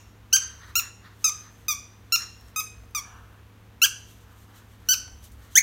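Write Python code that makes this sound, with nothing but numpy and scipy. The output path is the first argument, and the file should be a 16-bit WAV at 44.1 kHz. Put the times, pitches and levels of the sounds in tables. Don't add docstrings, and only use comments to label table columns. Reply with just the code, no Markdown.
import sys
import numpy as np
from scipy import signal
from scipy.fft import rfft, irfft, next_fast_len
from scipy.io import wavfile
from scipy.ndimage import uniform_filter1d, map_coordinates

SR = 44100
rng = np.random.default_rng(int(sys.argv[2]) if len(sys.argv) > 2 else 0)


def generate_wav(signal):
    frames = np.transpose(np.atleast_2d(signal))
    scaled = np.clip(frames, -1, 1) * 32767
    pcm = np.round(scaled).astype(np.int16)
    wavfile.write(sys.argv[1], SR, pcm)


def invert_db(x):
    u = np.asarray(x, float) / 20
    return 10 ** u


N = 248150


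def unit(x):
    return x / np.sqrt(np.mean(x ** 2) + 1e-20)


def along(points, hz):
    f, v = np.transpose(points)
    return np.interp(np.log(hz + 1), np.log(f + 1), v)


def wobble(rate, size=N):
    knots = rng.standard_normal(size // 40 + 4)
    return map_coordinates(knots, [np.arange(size) * rate / SR])


def filtered(x, response):
    m = next_fast_len(len(x) + 8192)
    return irfft(rfft(x, m) * response(np.fft.rfftfreq(m, 1 / SR)), m)[:len(x)]


def noise(spectrum):
    return unit(filtered(rng.standard_normal(N), lambda hz: invert_db(along(spectrum, hz))))


def strokes(rows):
    middle, length, *levels = np.transpose(rows)[:, :, None]
    t = np.arange(0, N + 64, 64) / SR
    fall_db = 13 * (2 * (t - middle) / length) ** 2
    curves = []
    for db in levels:
        power = np.sum(invert_db(2 * (db - fall_db)), axis=0)
        curves.append(np.interp(np.arange(N) / SR, t, np.sqrt(power)))
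    return curves


def hiss_floor():
    # f/Hz, density/dB per Hz
    floor = [(90, -30), (130, -2.5), (190, -2), (300, -5), (600, -12), (1100, -10.5), (2500, -17),
             (3500, -20), (5000, -26.5), (6300, -25), (8000, -31.5), (10500, -32.5), (13500, -27.5),
             (16000, -36.5)]
    return invert_db(-58) * noise(floor)


def appliance():
    # f/Hz, rms level/dB, waver/Hz
    hum = [
        (104.4, -54, 1.1),
        (187.4, -69.5, 1.3),
        (231, -70, 2.5),
        (289, -73, 5.6),
        (474, -72.5, 1.5),
    ]
    # f/Hz, density/dB per Hz
    rumble = [(20, -28), (32, -10.5), (45, -8.5), (58, 2), (70, 2.5), (85, -4.5), (120, -45.5)]
    # middle t/s, length/s, level/dB
    swells = [
        (.65, .6, -53.5),
        (2.48, 0.1, -47),
        (2.85, 0.45, -54),
        (3.25, 0.42, -52.5),
        (5.2, 0.82, -49.5),
    ]
    lines = np.zeros(N)
    for hz, db, waver in hum:
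        phase = 2 * np.pi * np.cumsum(hz + waver * wobble(8.2)) / SR
        lines += np.sqrt(2) * invert_db(db + 1.1 * wobble(10)) * np.sin(phase)
    rumble_gain = np.hypot(invert_db(-56), strokes(swells)[0])
    return lines + rumble_gain * noise(rumble)


def ticks():
    # t/s, peak level/dB, centre f/Hz, width/Hz, t60/s
    contacts = [
        (2.029, -57.5, 402, 300, 0.042),
        (2.41, -52, 11100, 8870, 0.018),
        (2.483, -55.5, 7030, 3040, 0.024),
        (2.835, -53, 700, 499, 0.051),
        (2.909, -58, 11000, 9000, 0.022),
        (5.078, -45, 800, 600, 0.033),
        (5.24, -48.5, 9040, 7900, 0.089),
        (5.317, -55.5, 9030, 7450, 0.13),
    ]
    out, t = np.zeros(N + SR), np.arange(4096) / SR
    for s, db, hz, width, t60 in contacts:
        puff = unit(filtered(rng.standard_normal(len(t)),
                             lambda f: 1j * f * width / (hz * hz - f * f + 1j * f * width)))
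        out[round(s * SR):][:len(t)] += invert_db(db - 60 * t / t60) * puff
    return out[:N]


def cloth():
    # f/Hz, density/dB per Hz
    rub_spectrum = [(500, -25.5), (800, -20), (1000, -5), (1280, -1), (1520, -2.5), (1830, -1), (2200, -10),
                    (2700, -20), (4000, -10), (5100, -19.5), (8000, -32)]
    fine_spectrum = [(2000, -35), (3000, 0.5), (5000, -8), (6300, -1.5), (10500, -8.5), (14000, -3),
                     (16000, -18)]
    dull_spectrum = [(450, -71), (700, -4.5), (1100, -1.5), (1500, -1.5), (1750, -3), (2000, -37),
                     (2800, -10), (5000, -34.5)]
    # middle t/s, length/s, rub level/dB, fine hiss level/dB
    sleeve_strokes = [(0, 0.29, -68, -67.5), (.48, 0.25, -51, -79), (.68, 0.16, -49.5, -67),
                      (.84, 0.14, -46.5, -68), (1.08, 0.14, -54, -112.5), (1.3, 0.25, -63, -56),
                      (1.43, 0.16, -54.5, -70), (1.6, 0.64, -67.5, -69.5), (2.22, 0.19, -51, -71),
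                      (2.38, 0.9, -64.5, -70), (4.08, 0.31, -88, -61), (4.21, 0.11, -75, -64.5),
                      (4.3, .1, -71, -75), (4.4, 0.28, -70, -63.5), (4.58, 0.15, -61, -58.5),
                      (4.73, 0.22, -72, -67.5), (4.9, .3, -65, -70), (5.26, .09, -73.5, -57),
                      (5.46, 0.19, -61.5, -63), (5.63, 0.22, -61, -50)]
    # middle t/s, length/s, level/dB
    slides = [
        (3.13, 0.33, -53),
        (3.36, .2, -60.5),
        (4.31, 0.16, -61.5),
        (4.55, .25, -63),
    ]
    rub, fine = strokes(sleeve_strokes)
    coarse = rub * invert_db(2.5 * wobble(30)) * noise(rub_spectrum)
    hiss = fine * invert_db(2.8 * wobble(40)) * noise(fine_spectrum)
    slide = strokes(slides)[0] * invert_db(0.82 * wobble(18)) * noise(dull_spectrum)
    return coarse + hiss + slide


def near_walls(x):
    # f/Hz, level/dB
    near = [(1000, -3), (3000, -9), (6000, -8), (9000, -7.5), (15000, -10.5)]
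    delays = rng.uniform(.0012, 0.027, size=9)
    copies = np.zeros(SR // 20)
    copies[(delays * SR).astype(int)] = invert_db(-300 * delays) * rng.choice([-1, 1], size=9)
    echo = signal.fftconvolve(x, copies / np.linalg.norm(copies))
    return filtered(echo, lambda hz: invert_db(along(near, hz)))


def room(x, share_db, bright_db):
    # f/Hz, t60/s
    decay_time = [(1000, 0.21), (1600, 0.39), (3000, 0.41), (6000, 0.32), (9000, 0.3), (15000, 0.11)]
    # f/Hz, level/dB
    tail_colour = [(1400, 7), (3000, -1.5), (6200, 4.5), (9000, 1), (15000, -1)]
    # f/Hz, level/dB
    wet_share = [(1500, -14.5), (6000, -12.5), (13000, -7)]
    hz, t, z = signal.stft(rng.standard_normal(SR // 2), SR, nperseg=256)
    fall_db = -60 * t / along(decay_time, hz)[:, None]
    decay = invert_db(fall_db) + invert_db(-17.0 + 0.45 * fall_db)
    colour = invert_db(along(tail_colour, hz)[:, None])
    tail = signal.istft(z * colour * decay, SR, nperseg=256)[1]
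    tail = tail * (1 - np.exp(-np.arange(len(tail)) / SR / 0.011))
    wet = signal.fftconvolve(x, tail / np.linalg.norm(tail))
    return filtered(wet, lambda f: invert_db(share_db + bright_db * np.log2((f + 1) / 5000) + along(wet_share, f)))


def pressure(t, hold, first_hz, middle_hz, last_hz, flat, release, fall, swell_db, vent_db):
    u = np.clip(t / hold, 0, 1)
    arch = (2 * middle_hz - first_hz - last_hz) * 2 * u * (1 - u)
    held = first_hz + (last_hz - first_hz) * u + arch
    seat_s = .005 * (10 * flat) ** 2
    seat = np.clip(1 - t / seat_s, 0, 1) ** 1.3
    after = np.clip((t - hold) / release, 0, 1.3)
    pitch = held * (1 - flat * seat) * (1 - fall * after ** 1.3)
    level_db = swell_db * u - seat - vent_db * after
    return pitch, level_db, hold + release


def grip_colour(hz, grip_db):
    # f/Hz, level/dB
    hand = [(1400, 5), (2800, 1), (4400, 6), (6200, 0.5), (7800, -4.5), (9800, -0.5), (12600, 2),
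            (14200, 3)]
    # f/Hz, width/octaves
    outlets = [
        (1400, 0.63),
        (2800, 0.5),
        (4400, 0.37),
        (9100, 0.36),
        (14300, 0.15),
    ]
    colour_db = along(hand, hz)
    for db, (centre, width) in zip(grip_db, outlets):
        colour_db = colour_db + db * np.exp(-(np.log2(hz / centre) / width) ** 2)
    return colour_db


def reed(squeeze, grip, shift, jitter, lead_s):
    # f/Hz, level/dB
    tube = [(1000, -9), (1400, -16), (2120, -3.5), (2800, -5.5), (4000, -15.5), (5000, -12), (5900, 3.5),
            (6400, 1.5), (7200, -5.5), (8800, -11), (11000, -17.5), (13000, -16.5), (14300, -13),
            (15600, -20)]
    t = np.arange(4096) / SR - lead_s
    pitch, level_db, length = pressure(t, *squeeze)
    pitch = uniform_filter1d(pitch, size=70)
    glide = np.maximum(-np.gradient(np.log(pitch)), 0) * SR
    pitch = pitch * (1 + (jitter + 0.00052 * glide) * wobble(900, size=4096))
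    turns = np.cumsum(pitch) / SR
    k = np.arange(1, 16)[:, None]
    colour_db = along(tube, k * pitch / shift) + grip_colour(k * pitch, grip)
    flutter_db = 0.92 * np.sqrt(k) * np.array([wobble(150, size=4096) for _ in k])
    sizes = invert_db(colour_db + flutter_db) * (k * pitch < SR / 2)
    tone = np.sum(sizes * np.cos(2 * np.pi * k * turns - k * k * .045), axis=0)
    air = filtered(rng.standard_normal(len(t)), lambda hz: invert_db(along(tube, hz)))
    gate = np.clip(t / 0.0016, 0, 1) * np.clip((length - t) / 0.0018 + 1, 0, 1)
    stir_gain = invert_db(-29 + 2500 * np.minimum(t, 0)) * (t < .002)
    stir = stir_gain * (np.sin(2 * np.pi * turns) + np.sin(4 * np.pi * turns))
    return invert_db(level_db) * stir + gate * invert_db(level_db) * (tone + invert_db(-38.5) * air)


def toy():
    # t/s, hold/s, pitch at start, middle, end of the hold f/Hz
    squeezes = [(-.2, .04, 1370, 1406, 1336), (0.3273, .0325, 1583, 1567, 1587),
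                (.754, .039, 1296, 1413, 1362), (1.242, .050, 1319, 1237, 1205),
                (1.682, .048, 1276, 1199, 1142), (2.122, 0.03, 1364, 1371, 1414),
                (2.56, .040, 1270, 1250, 1283), (2.948, 0.046, 1245, 1173, 1116),
                (3.817, .032, 1329, 1455, 1670), (4.887, .039, 1561, 1485, 1569),
                (5.5542, .032, 1481, 1798, 2268)]
    # level/dB, swell over the hold/dB, loss over the release/dB,
    # room share/dB, room brightness/dB per octave
    places = [(-24, -2.5, 5, 3, -2), (-13.5, -3, 8, 0, -2), (-20, -1.5, 6, -1.5, 0),
              (-16, -11, 7.5, -1, -1.5), (-26, -8.5, 13, 1.5, -0.5), (-20.5, -0.5, 6, 2, 1.5),
              (-32.5, 0, 10.5, 2.5, 1), (-29, -9, 9, -1, -1), (-24, 5, 15.5, -2, 1),
              (-20, -0.5, 10.5, 0, 0), (-11, 6.5, 19, -8, -4)]
    grips = [(-20, -1.5, -6.5, -3, -3), (-6.5, -1.5, -1.5, -3.5, -7.5), (-1, 1, -1, -5.5, 5),
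             (-4, -8, -0.5, -4.5, -11), (1.5, 1.5, 3.5, -1, 7), (-0.5, 2, 5, -6, 3.5),
             (8.5, 5, 4, 6.5, 7.5), (8, 0.5, 1, 3.5, 4), (4, 11.5, 4, 4, 7.5), (-1, 2, 3, -2, 6),
             (-7, -4, -12.5, -7.5, -11)]
    # resonance shift factor, jitter share, flat start share,
    # release/s, pitch fall share
    strains = [(1.01, .004, .07, .01, .14), (0.994, 0.005, .16, 0.00923, 0.232),
               (1.048, 0.0021, 0.067, 0.0071, 0.11), (0.995, .0039, 0.088, 0.00675, 0.12),
               (0.988, 0.0074, .08, 0.0072, 0.048), (1.026, .0024, 0.05, 0.01, 0.14),
               (1.016, 0.0045, 0.078, 0.0091, 0.16), (.983, 0.0087, 0.051, .008, 0.055),
               (1.015, 0.012, .05, .013, 0.32), (0.973, 0.0096, .11, 0.019, .22),
               (1.034, .014, .04, 0.01, 0.21)]
    lead_s = .005
    out = np.zeros(N + 2 * SR)
    for (s, *squeeze), place, grip, (shift, jitter, *ends) in zip(squeezes, places, grips, strains):
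        db, *air_db, room_db, bright_db = place
        start = SR + round((s - lead_s) * SR)
        squeak = invert_db(db) * reed(squeeze + ends + air_db, grip, shift, jitter, lead_s)
        for part in squeak, near_walls(squeak), room(squeak, room_db, bright_db):
            out[start:][:len(part)] += part
    return out[SR:][:N]


def scene():
    return (hiss_floor() + appliance() + ticks() + cloth() + toy())[None]


def band_limit(x):
    return signal.sosfilt(signal.butter(12, 16800, fs=SR, output="sos"), x)


def record(dry):
    lead_in = filtered(dry[0], lambda hz: np.exp(-((hz - 6400) / 700) ** 2))
    lead_in = np.pad(lead_in[960:], (0, 960))
    x = dry[0] + invert_db(-47.5 + 4 * wobble(500)) * lead_in
    x = x / (1 + np.abs(x / 1.1) ** 12) ** (1 / 12)
    x = filtered(x, lambda hz: invert_db(-60 * np.clip((hz - 15900) / 500, 0, 1)))
    return band_limit(x[None])


dry = scene()
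out = record(dry)
generate_wav(out)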